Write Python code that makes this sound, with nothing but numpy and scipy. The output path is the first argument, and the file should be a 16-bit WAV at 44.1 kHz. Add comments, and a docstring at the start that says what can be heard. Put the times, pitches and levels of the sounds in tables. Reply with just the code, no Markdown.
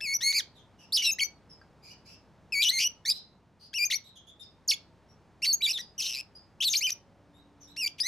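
"""Two lovebirds chirp close by, in a wire cage in a small room.
Each chirp is one whistling membrane of the syrinx: it glides, leaps, trills and rasps, filtered by
windpipe and beak. At times the second membrane joins. Small birds answer from farther off.
Beak and claws ring the cage twice. Underneath: low room noise, faint hum, two late soft tones."""
import sys
import numpy as np
from scipy import signal
from scipy.fft import rfft, irfft
from scipy.io import wavfile
from scipy.ndimage import uniform_filter1d

SR = 44100
rng = np.random.default_rng(int(sys.argv[2]) if len(sys.argv) > 2 else 0)


def to_wav(s):
    """Save 16-bit WAV."""
    ch = np.atleast_2d(s).T  # columns
    pcm = np.round(np.clip(ch, -1, 1) * 32767)  # PCM
    wavfile.write(sys.argv[1], SR, pcm.astype(np.int16))


N = 355887

# room noise spectrum: f/Hz, relative density/dB
NOISE_SPECTRUM = [(25, -16.5), (60, -9.5), (180, -2), (240, -7), (360, -10), (880, -14), (1400, -20),
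                  (2800, -28.5), (5500, -34), (8000, -41), (15500, -55)]
# hum lines: f/Hz, level/dB, left lean/0-1
HUM_LINES = [(64.6, -74.5, .6), (96.9, -72.5, .05), (912, -82, .05)]
# swell of noise and hum: t/s, gain/dB
NOISE_SWELL = [(2.9, 2.5), (3.5, -2), (4.3, -1), (4.7, 2), (8.07, 1)]
# windpipe and beak response: f/Hz, gain/dB
THROAT = [(1500, -8), (2200, -13.5), (3000, -2), (4400, -6), (6000, 0.5), (6800, -11), (7900, -15.5),
          (9300, -15), (11000, -8), (12200, -9.5), (13500, -17), (15500, -21)]
# pitch contours, one list per chirp: t/s, f/Hz
CONTOURS = [
    [(.004, 1770), (.01, 1660), (.012, 2646), (.042, 2647), (.075, 2172), (.141, 2228)],
    [(.205, 1667), (.221, 1822), (.238, 2134), (.321, 2249)],
    [(.32, 2150), (.335, 2170), (.375, 2363), (.392, 2143), (.41, 1456)],
    [(.921, 3290), (.931, 4560), (.963, 5150), (.975, 3400), (.985, 2934), (1.025, 3010)],
    [(1.022, 2870), (1.05, 2822), (1.111, 2585)],
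    [(1.184, 1810), (1.192, 2190), (1.198, 3200), (1.204, 3220), (1.208, 2222), (1.238, 2240)],
    [(2.521, 2700), (2.556, 2242), (2.595, 2267), (2.624, 2480)],
    [(2.621, 3930), (2.632, 3510), (2.65, 2900), (2.685, 2990), (2.693, 3850), (2.707, 4360)],
    [(2.704, 1940), (2.738, 2147), (2.78, 2084), (2.81, 2580), (2.83, 2645), (2.87, 2993), (2.879, 2854)],
    [(3.05, 1820), (3.058, 1772), (3.062, 2310), (3.069, 1936), (3.104, 2583)],
    [(3.73, 1570), (3.738, 1630), (3.742, 2600), (3.772, 2955), (3.792, 2340), (3.849, 2452)],
    [(3.899, 1840), (3.908, 2160), (3.914, 3770), (3.918, 3810), (3.925, 2100), (3.931, 1985),
     (3.951, 2330)],
    [(4.676, 6580), (4.681, 7100), (4.692, 4250), (4.701, 6120), (4.714, 3140), (4.722, 2172),
     (4.734, 2236), (4.738, 3450), (4.75, 3420)],
    [(5.418, 1950), (5.429, 2770), (5.451, 2777), (5.455, 2125), (5.464, 2120)],
    [(5.461, 4400), (5.495, 4565), (5.528, 4290)],
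    [(5.606, 2260), (5.619, 2390), (5.623, 3840), (5.645, 3950), (5.669, 3330)],
    [(5.663, 2326), (5.686, 2327), (5.697, 2870), (5.712, 2466), (5.725, 2950)],
    [(5.728, 4500), (5.74, 3880), (5.783, 3360)],
    [(5.782, 1830), (5.808, 1977), (5.816, 1710)],
    [(5.978, 2710), (5.986, 3080), (6.014, 2440)],
    [(6.011, 2584), (6.024, 3294), (6.036, 2780), (6.065, 2890), (6.15, 2657), (6.165, 2323), (6.213, 2714)],
    [(6.603, 2524), (6.614, 3250), (6.64, 3180), (6.648, 4530), (6.695, 3580)],
    [(6.696, 6530), (6.729, 6140), (6.741, 2280), (6.749, 2280), (6.753, 4280)],
    [(6.751, 4280), (6.762, 4220), (6.776, 6370), (6.8, 6380)],
    [(6.806, 1920), (6.84, 3030), (6.866, 3104), (6.873, 2393), (6.904, 2540)],
    [(7.761, 1365), (7.772, 2675), (7.8, 2864), (7.855, 2250)],
    [(7.859, 2340), (7.875, 2340), (7.882, 3780)],
    [(7.981, 3040), (8.002, 2780)],
    [(8.03, 1820), (8.072, 2160)],
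]
# dynamics per contour: mid level/dB, swell/dB, arch/dB, overtones/dB, brightening/dB, L-R/dB
CHIRP_DYNAMICS = [(-33, 9.5, 0.5, -8.5, -7.5, 3), (-24, 6, 6.5, -1, -4.5, 1.5), (-25, 10, 8, -1, 9.5, 0.5),
                  (-25, -9.5, 7.5, -5.5, -8, 0), (-26.5, 6.5, 2.5, -2.5, -6.5, 2.5),
                  (-26.5, 7, 0, -8.5, 10.5, 2.5), (-28, 3.5, -3.5, -10, -0.5, 3),
                  (-25, 1, -2.5, -5.5, 0.5, 4), (-26, 9.5, 4.5, -2.5, 6.5, 1.5), (-29, 7, -7.5, 5, 18.5, 0),
                  (-29.5, 14, 0.5, -5, -5, 4), (-27, 4.5, 0.5, -6, 6.5, 3), (-25, -13.5, 8.5, -5, 7.5, 0.5),
                  (-26, 6.5, 7.5, -3.5, 3.5, 0.3), (-25.5, 0, 5.5, -10, -3, 1),
                  (-26.5, 12, 6.5, -11, 9.5, .5), (-27, 6, 3.5, -1, 17, -1), (-34.5, 4, 1.5, -11, -13, 1),
                  (-35, 2.5, 1, 0, 16, 2), (-32, 5.5, -2, 6.5, -6, 3), (-34.5, -0.5, -0.5, 1, -8, 2.5),
                  (-27.5, 0.5, -2.5, -6, 8.5, 3), (-30.5, 9, -1.5, -8.5, 4, 4),
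                  (-27.5, -12, 3, -5.5, 6, 3.5), (-27, -1.5, 8, -5.5, -4, 1), (-32.5, 12, 1, -2, 0, 0.5),
                  (-27.5, -6, 1.5, -1.5, 1, 1.5), (-45, 6, -4, -21, -4, 2), (-31, 2.5, -4.5, 1, -7, 2)]
# membrane output, weaker at low pitch: f/Hz, gain/dB
REGISTER = [(1500, -2.5), (1800, -4), (2200, -0.5), (3000, 0), (4500, 1), (6500, 2)]
# leaps to a high whistle, mostly at chirp ends: t/s, length/s, top f/Hz, level/dB, L-R/dB
FLICKS = [(0.136, 0.036, 5860, -25, 2), (1.11, 0.029, 6460, -29, 4), (1.233, 0.031, 5990, -31.5, 9),
          (3.101, 0.024, 4980, -24.5, 2), (3.847, 0.026, 6370, -28, 5.5), (3.949, 0.024, 5830, -29.5, 6),
          (5.526, 0.029, 6590, -22.5, 2), (6.902, 0.0086, 6370, -26.5, 2), (6.917, 0.016, 5950, -30, 3),
          (8, 0.029, 4996, -25.5, 6)]
# irregular membrane beating: start/s, end/s, pitch scatter/oct
RASPS = [(0.211, 0.222, 0.13), (0.324, .33, 0.2), (0.961, 1.071, .045), (2.63, 2.728, 0.032),
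         (2.787, 2.825, 0.045), (3.101, 3.108, 0.092), (3.893, 3.942, 0.042), (4.695, 4.739, 0.029),
         (5.445, 5.471, 0.082), (5.64, 5.744, 0.025), (5.776, 5.794, 0.12), (5.994, 6.213, 0.057),
         (6.626, 6.655, 0.072), (6.676, 6.797, 0.041), (6.892, 6.906, 0.2), (7.975, 8.004, 0.237)]
# pitch flutter: start/s, end/s, rate/Hz, depth/oct, level dip at low pitch/dB
TRILLS = [(.33, .395, 200, 0.078, 2.5), (.928, .985, 165, 0.099, 3), (2.622, 2.652, 112, 0.22, 6),
          (2.797, 2.842, 205, 0.21, 4), (3.104, 3.127, 215, 0.069, -6), (5.688, 5.725, 153, 0.023, 4.5),
          (6.014, 6.11, 170, 0.128, -1.5), (6.11, 6.215, 134, 0.021, 14), (6.622, 6.646, 266, 0.27, 2.5)]
# distant calls: t/s, length/s, first f/Hz, last f/Hz, source level/dB, hoarseness/1
FAR_CHIRPS = [(0.543, 0.066, 4120, 3044, -61.5, 0.65), (.779, 0.081, 2940, 2574, -59.5, 0.77),
              (1.49, 0.052, 5470, 5015, -56.5, .5), (1.816, 0.13, 2395, 2460, -56, 0.63),
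              (1.9, 0.025, 2780, 3030, -55.5, 0.2), (2.042, .12, 2360, 2810, -57, 0.88),
              (3.113, 0.069, 4020, 3966, -47.5, 0.77), (3.15, 0.04, 5100, 4940, -50, 1.11),
              (3.588, 0.098, 4320, 5020, -58.5, 1.1), (4.031, 0.072, 3850, 3795, -57, 0.65),
              (4.151, 0.039, 3440, 3210, -54, 0.65), (4.264, 0.045, 3355, 3480, -55.5, 0.54),
              (4.393, 0.028, 3640, 3716, -49.5, 0.36), (4.415, 0.031, 5470, 4730, -55, 0.9),
              (5.079, 0.054, 5570, 5700, -69, .6), (5.801, 0.043, 4770, 4980, -52, .7),
              (6.348, 0.028, 4735, 5010, -53, 0.52), (7.328, 0.09, 3570, 3960, -66.5, 0.17),
              (7.599, 0.066, 6380, 5360, -57, 0.87), (7.666, 0.066, 3640, 4050, -59.5, 0.42)]
# second membrane's glides: t/s, length/s, first f/Hz, last f/Hz, level/dB
SECOND_GLIDES = [(1.019, 0.015, 2130, 2370, -33.5), (1.041, 0.045, 4050, 3740, -27),
                 (3.107, 0.026, 3900, 3780, -37), (6.018, 0.018, 4230, 3900, -35),
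                 (6.05, .03, 3950, 4090, -34), (6.133, 0.032, 3960, 4090, -39.5)]
# blows on the cage: t/s, peak/dB
KNOCKS = [(1.615, -47.5), (4.75, -65.5)]
# cage modes: f/Hz, relative level/dB, T60/s
CAGE_MODES = [(1350, 1.5, .05), (1593, 6.5, 0.058), (4750, -3.5, 0.068)]
# faint held tones: start/s, end/s, f/Hz, peak/dB
HELD_TONES = [(6.653, 7.452, 566, -69.5), (7.095, 8.07, 289, -63)]
# echoes between cage, nest box and wall: f/Hz, T60/s
CAGE_DECAY = [(2000, 0.23), (10000, 0.12)]
# room tail: f/Hz, T60/s
ROOM_DECAY = [(1500, 0.2), (4000, 0.36), (10400, 0.057)]
# microphone balance: f/Hz, L-R/dB
MIC_BALANCE = [(700, -0.5), (2400, 0), (7000, -1.5)]


def amp(db):
    return 10 ** (np.asarray(db) / 20)


def unit_rms(x):
    return x / np.sqrt(np.mean(x ** 2) + 1e-20)


def at_hz(table, hz):
    """Table value, interpolated over log frequency."""
    f, value = np.transpose(table)
    return np.interp(np.log(hz + 1), np.log(f), value)


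def add(mix, start_s, sound):
    part = mix[max(round(start_s * SR), 0):][:len(sound)]
    part += sound[:len(part)]


def wander(size, cutoff_hz):
    """Low-passed noise, rms 1."""
    f = np.fft.rfftfreq(size, 1 / SR)
    return unit_rms(irfft(rfft(rng.standard_normal(size)) / (1 + (f / cutoff_hz) ** 4), size))


def gate(t, start_s, end_s, edge_s=.002):
    return np.clip(np.minimum(t - start_s, end_s - t) / edge_s + .5, 0, 1)


def room_noise(noise_db=-63, side_db=-19, rumble_hz=130, waver_rad=0.98):
    """Low noise, near mono above the rumble, plus hum lines that drift together."""
    f, t = np.fft.rfftfreq(N, 1 / SR), np.arange(N) / SR
    spectra = rfft(rng.standard_normal((2, N))) * amp(at_hz(NOISE_SPECTRUM, f))
    spectra[1] *= amp(side_db) * (1 + 2 / (1 + (f / rumble_hz) ** 4))
    mid, side = amp(noise_db) * irfft(spectra, N) / irfft(spectra[0], N).std()
    drift = wander(N, cutoff_hz=1.7)
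    for hz, db, lean in HUM_LINES:
        drift_rad = waver_rad * np.sqrt(hz / HUM_LINES[0][0]) * drift
        line = amp(db) * np.sqrt(2) * np.sin(2 * np.pi * (hz * t + rng.random()) + drift_rad)
        mid, side = mid + line, side + lean * line
    swell_db = np.interp(t, *np.transpose(NOISE_SWELL))
    return np.array([mid + side, mid - side]) * amp(swell_db)


def syrinx(hz, overtones_db, slope_db_per_oct=-9, flicker_db=1):
    """Membrane harmonics sweeping through the throat response; unit power, faded ends."""
    k = np.arange(1, 10)[:, None]
    flicker = np.array([wander(len(hz), cutoff_hz=120) for _ in k])  # unsteady pulse shape
    source_db = (k > 1) * (overtones_db + slope_db_per_oct * np.log2(k / 2)) + flicker_db * flicker
    gains = amp(source_db + at_hz(THROAT, k * hz))
    gains *= np.clip((SR / 2.5 - k * hz) / 2000, 0, 1)  # anti-alias
    wave = (gains * np.sin(2 * np.pi * k * np.cumsum(hz) / SR)).sum(0)
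    fade = signal.windows.tukey(len(hz), min(1, 200 / len(hz)))
    return fade * wave / np.sqrt((gains ** 2).sum(0) / 2 + 1e-12)


def breath(size, low_hz=2200, high_hz=9000):
    """Turbulence coloured by the throat, rms 1."""
    f = np.fft.rfftfreq(size, 1 / SR)
    colour = amp(at_hz(THROAT, f)) / (1 + (low_hz / (f + 1)) ** 4) / (1 + (f / high_hz) ** 2)
    return unit_rms(irfft(rfft(rng.standard_normal(size)) * colour, size))


def envelope_db(t, arch_db, swell_db=0, attack_s=.003, release_s=.0025):
    """Tilted arch with quick edges; 0 dB at the middle."""
    u = np.linspace(-.5, .5, len(t))
    edges = np.clip((t - t[0]) / attack_s, .01, 1) * np.clip((t[-1] - t) / release_s, .01, 1)
    return swell_db * u - arch_db * (2 * u) ** 2 + 20 * np.log10(edges)


def voice(t, hz, level_db, overtones_db, jitter_oct=.012, jitter_hz=260, grain_oct=.01, shimmer_db=1):
    """Close call: trills flutter pitch and level; rasps scatter pitch and add breath."""
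    size = len(t)
    rasp_oct = sum(scatter_oct * gate(t, start_s, end_s) for start_s, end_s, scatter_oct in RASPS)
    bend_oct = jitter_oct * wander(size, jitter_hz)
    bend_oct += (grain_oct + rasp_oct) * wander(size, cutoff_hz=1000)
    drive = amp(level_db + shimmer_db * wander(size, jitter_hz))
    for start_s, end_s, rate_hz, depth_oct, dip_db in TRILLS:
        if start_s < t[-1] and end_s > t[0]:
            active = gate(t, start_s, end_s)
            pace = (t > start_s) * (1 + .18 * wander(size, cutoff_hz=150))
            flutter = np.cos(2 * np.pi * rate_hz * np.cumsum(pace) / SR)
            bend_oct += active * depth_oct * flutter
            drive *= 1 + active * (unit_rms(amp(dip_db * flutter / 2)) - 1)  # air flow pulses
    tone = syrinx(hz * 2 ** bend_oct, overtones_db)
    breath_gain = amp(-40) + 2.6 * rasp_oct
    return drive * (tone + breath_gain * breath(size))


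def chirp(contour, pause_s, level_db, swell_db, arch_db, overtones_db, brightening_db,
          onset_db=-9, onset_s=.0081, rest_s=.092):
    """One membrane follows a pitch contour; after a pause, air pressure must build up."""
    knots_s, knots_hz = np.transpose(contour)
    t = np.arange(knots_s[0], knots_s[-1], 1 / SR)
    hz = uniform_filter1d(np.interp(t, knots_s, knots_hz), size=110)
    build_up_db = onset_db * np.clip(pause_s / rest_s, 0, 1) * np.exp((t[0] - t) / onset_s)
    loudness_db = level_db + envelope_db(t, arch_db, swell_db) + build_up_db + at_hz(REGISTER, hz)
    ramp_db = brightening_db * np.linspace(-.5, .5, len(t))
    return t[0], voice(t, hz, loudness_db, overtones_db + ramp_db)


def flick(start_s, length_s, top_hz, level_db, leap_oct=.61, rise_s=.0024):
    """Pitch shoots up and settles on a near-pure whistle."""
    t = start_s + np.arange(0, length_s, 1 / SR)
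    hz = top_hz * 2 ** (-leap_oct * np.exp((start_s - t) / rise_s))
    return start_s, voice(t, hz, level_db + envelope_db(t, arch_db=6), overtones_db=-6.5)


def near_birds():
    """All close calls, panned as the beak points; second voice centred."""
    calls, last_end_s = [], 0
    for contour, (*dynamics, pan_db) in zip(CONTOURS, CHIRP_DYNAMICS):
        pause_s = contour[0][0] - last_end_s
        calls.append((*chirp(contour, pause_s, *dynamics), pan_db))
        last_end_s = contour[-1][0]
    calls += [(*flick(*row), pan_db) for *row, pan_db in FLICKS]
    calls += [(*second_voice(*row), 0) for row in SECOND_GLIDES]
    out = np.zeros((2, N))
    for start_s, call, pan_db in calls:
        add(out[0], start_s, call * amp(pan_db / 2))
        add(out[1], start_s, call / amp(pan_db / 2))
    return out


def far_birds(scatter_hz=200, breath_db=-13):
    """Short syrinx glides, clear to hoarse; low calls carry more overtones."""
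    out = np.zeros(N)
    for start_s, length_s, first_hz, last_hz, db, hoarseness in FAR_CHIRPS:
        size = int(length_s * SR)
        hz = np.geomspace(first_hz, last_hz, size) + hoarseness * scatter_hz * wander(size, 450)
        tone = syrinx(hz, overtones_db=-6 - 9 * np.log2(first_hz / 3700))
        call = tone + hoarseness * amp(breath_db) * breath(size)
        add(out, start_s, amp(db) * signal.windows.tukey(size, .5) * unit_rms(call))
    return out


def second_voice(start_s, length_s, first_hz, last_hz, level_db):
    """Glide from the other side of the syrinx."""
    t = start_s + np.arange(0, length_s, 1 / SR)
    hz = np.geomspace(first_hz, last_hz, len(t))
    return start_s, voice(t, hz, level_db + envelope_db(t, arch_db=8), overtones_db=-9.5)


def cage_knocks():
    """Light blows of beak and claws ring the cage modes."""
    out, t = np.zeros(N), np.arange(SR // 8) / SR
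    ring = sum(amp(db - 60 * t / t60_s) * np.sin(2 * np.pi * hz * t) for hz, db, t60_s in CAGE_MODES)
    for start_s, peak_db in KNOCKS:
        add(out, start_s, amp(peak_db) * ring / abs(ring).max())
    return out


def held_tones(waver=.007):
    """Soft, wavering sines that fade in and out."""
    out = np.zeros(N)
    for start_s, end_s, hz, db in HELD_TONES:
        size = int((end_s - start_s) * SR)
        cycles = np.cumsum(hz * (1 + waver * wander(size, cutoff_hz=3.7))) / SR
        add(out, start_s, amp(db) * signal.windows.tukey(size, .5) * np.sin(2 * np.pi * cycles))
    return out


def reverb(x, decay, spread_hz=5000):
    """Dense reflections, T60 per band; the side signal grows with frequency."""
    hz, t, (mid, side) = signal.stft(rng.standard_normal((2, SR // 2)), SR, nperseg=256)
    hz = hz[:, None]
    side = side * 2 * hz / (hz + spread_hz)
    bands = np.array([mid + side, mid - side]) * amp(-60 * t / at_hz(decay, hz))
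    tail = signal.istft(bands, SR, nperseg=256)[1]
    return signal.oaconvolve(x[None], tail / np.linalg.norm(tail[0]), axes=1)[:, :N]


def scene():
    """Close birds almost dry; far birds mostly reflected."""
    near, far, knocks = near_birds(), far_birds(), cage_knocks()
    near_mono = near.mean(0)
    close = near + amp(-13) * reverb(near_mono, CAGE_DECAY) + amp(-23) * reverb(near_mono, ROOM_DECAY)
    distant = amp(-5) * far + amp(-1) * reverb(far, ROOM_DECAY) + amp(-5) * reverb(far, CAGE_DECAY)
    cage = knocks + amp(-8) * reverb(knocks, ROOM_DECAY)
    return close + distant + cage + room_noise() + held_tones()


def record(dry, port_lag_s=8e-6, cutoff_hz=15900):
    """Two microphone ports, slightly apart in colour and arrival time; then a low-pass."""
    f = np.fft.rfftfreq(N, 1 / SR)
    lean = amp(at_hz(MIC_BALANCE, f) / 2) * np.exp(1j * np.pi * f * port_lag_s)
    coloured = irfft(rfft(dry) * np.array([lean, 1 / lean]), N)
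    low_pass = signal.firwin(511, cutoff_hz, window=("kaiser", 9), fs=SR)
    return signal.oaconvolve(coloured, low_pass[None], "same")


dry = scene()
out = record(dry)
to_wav(out)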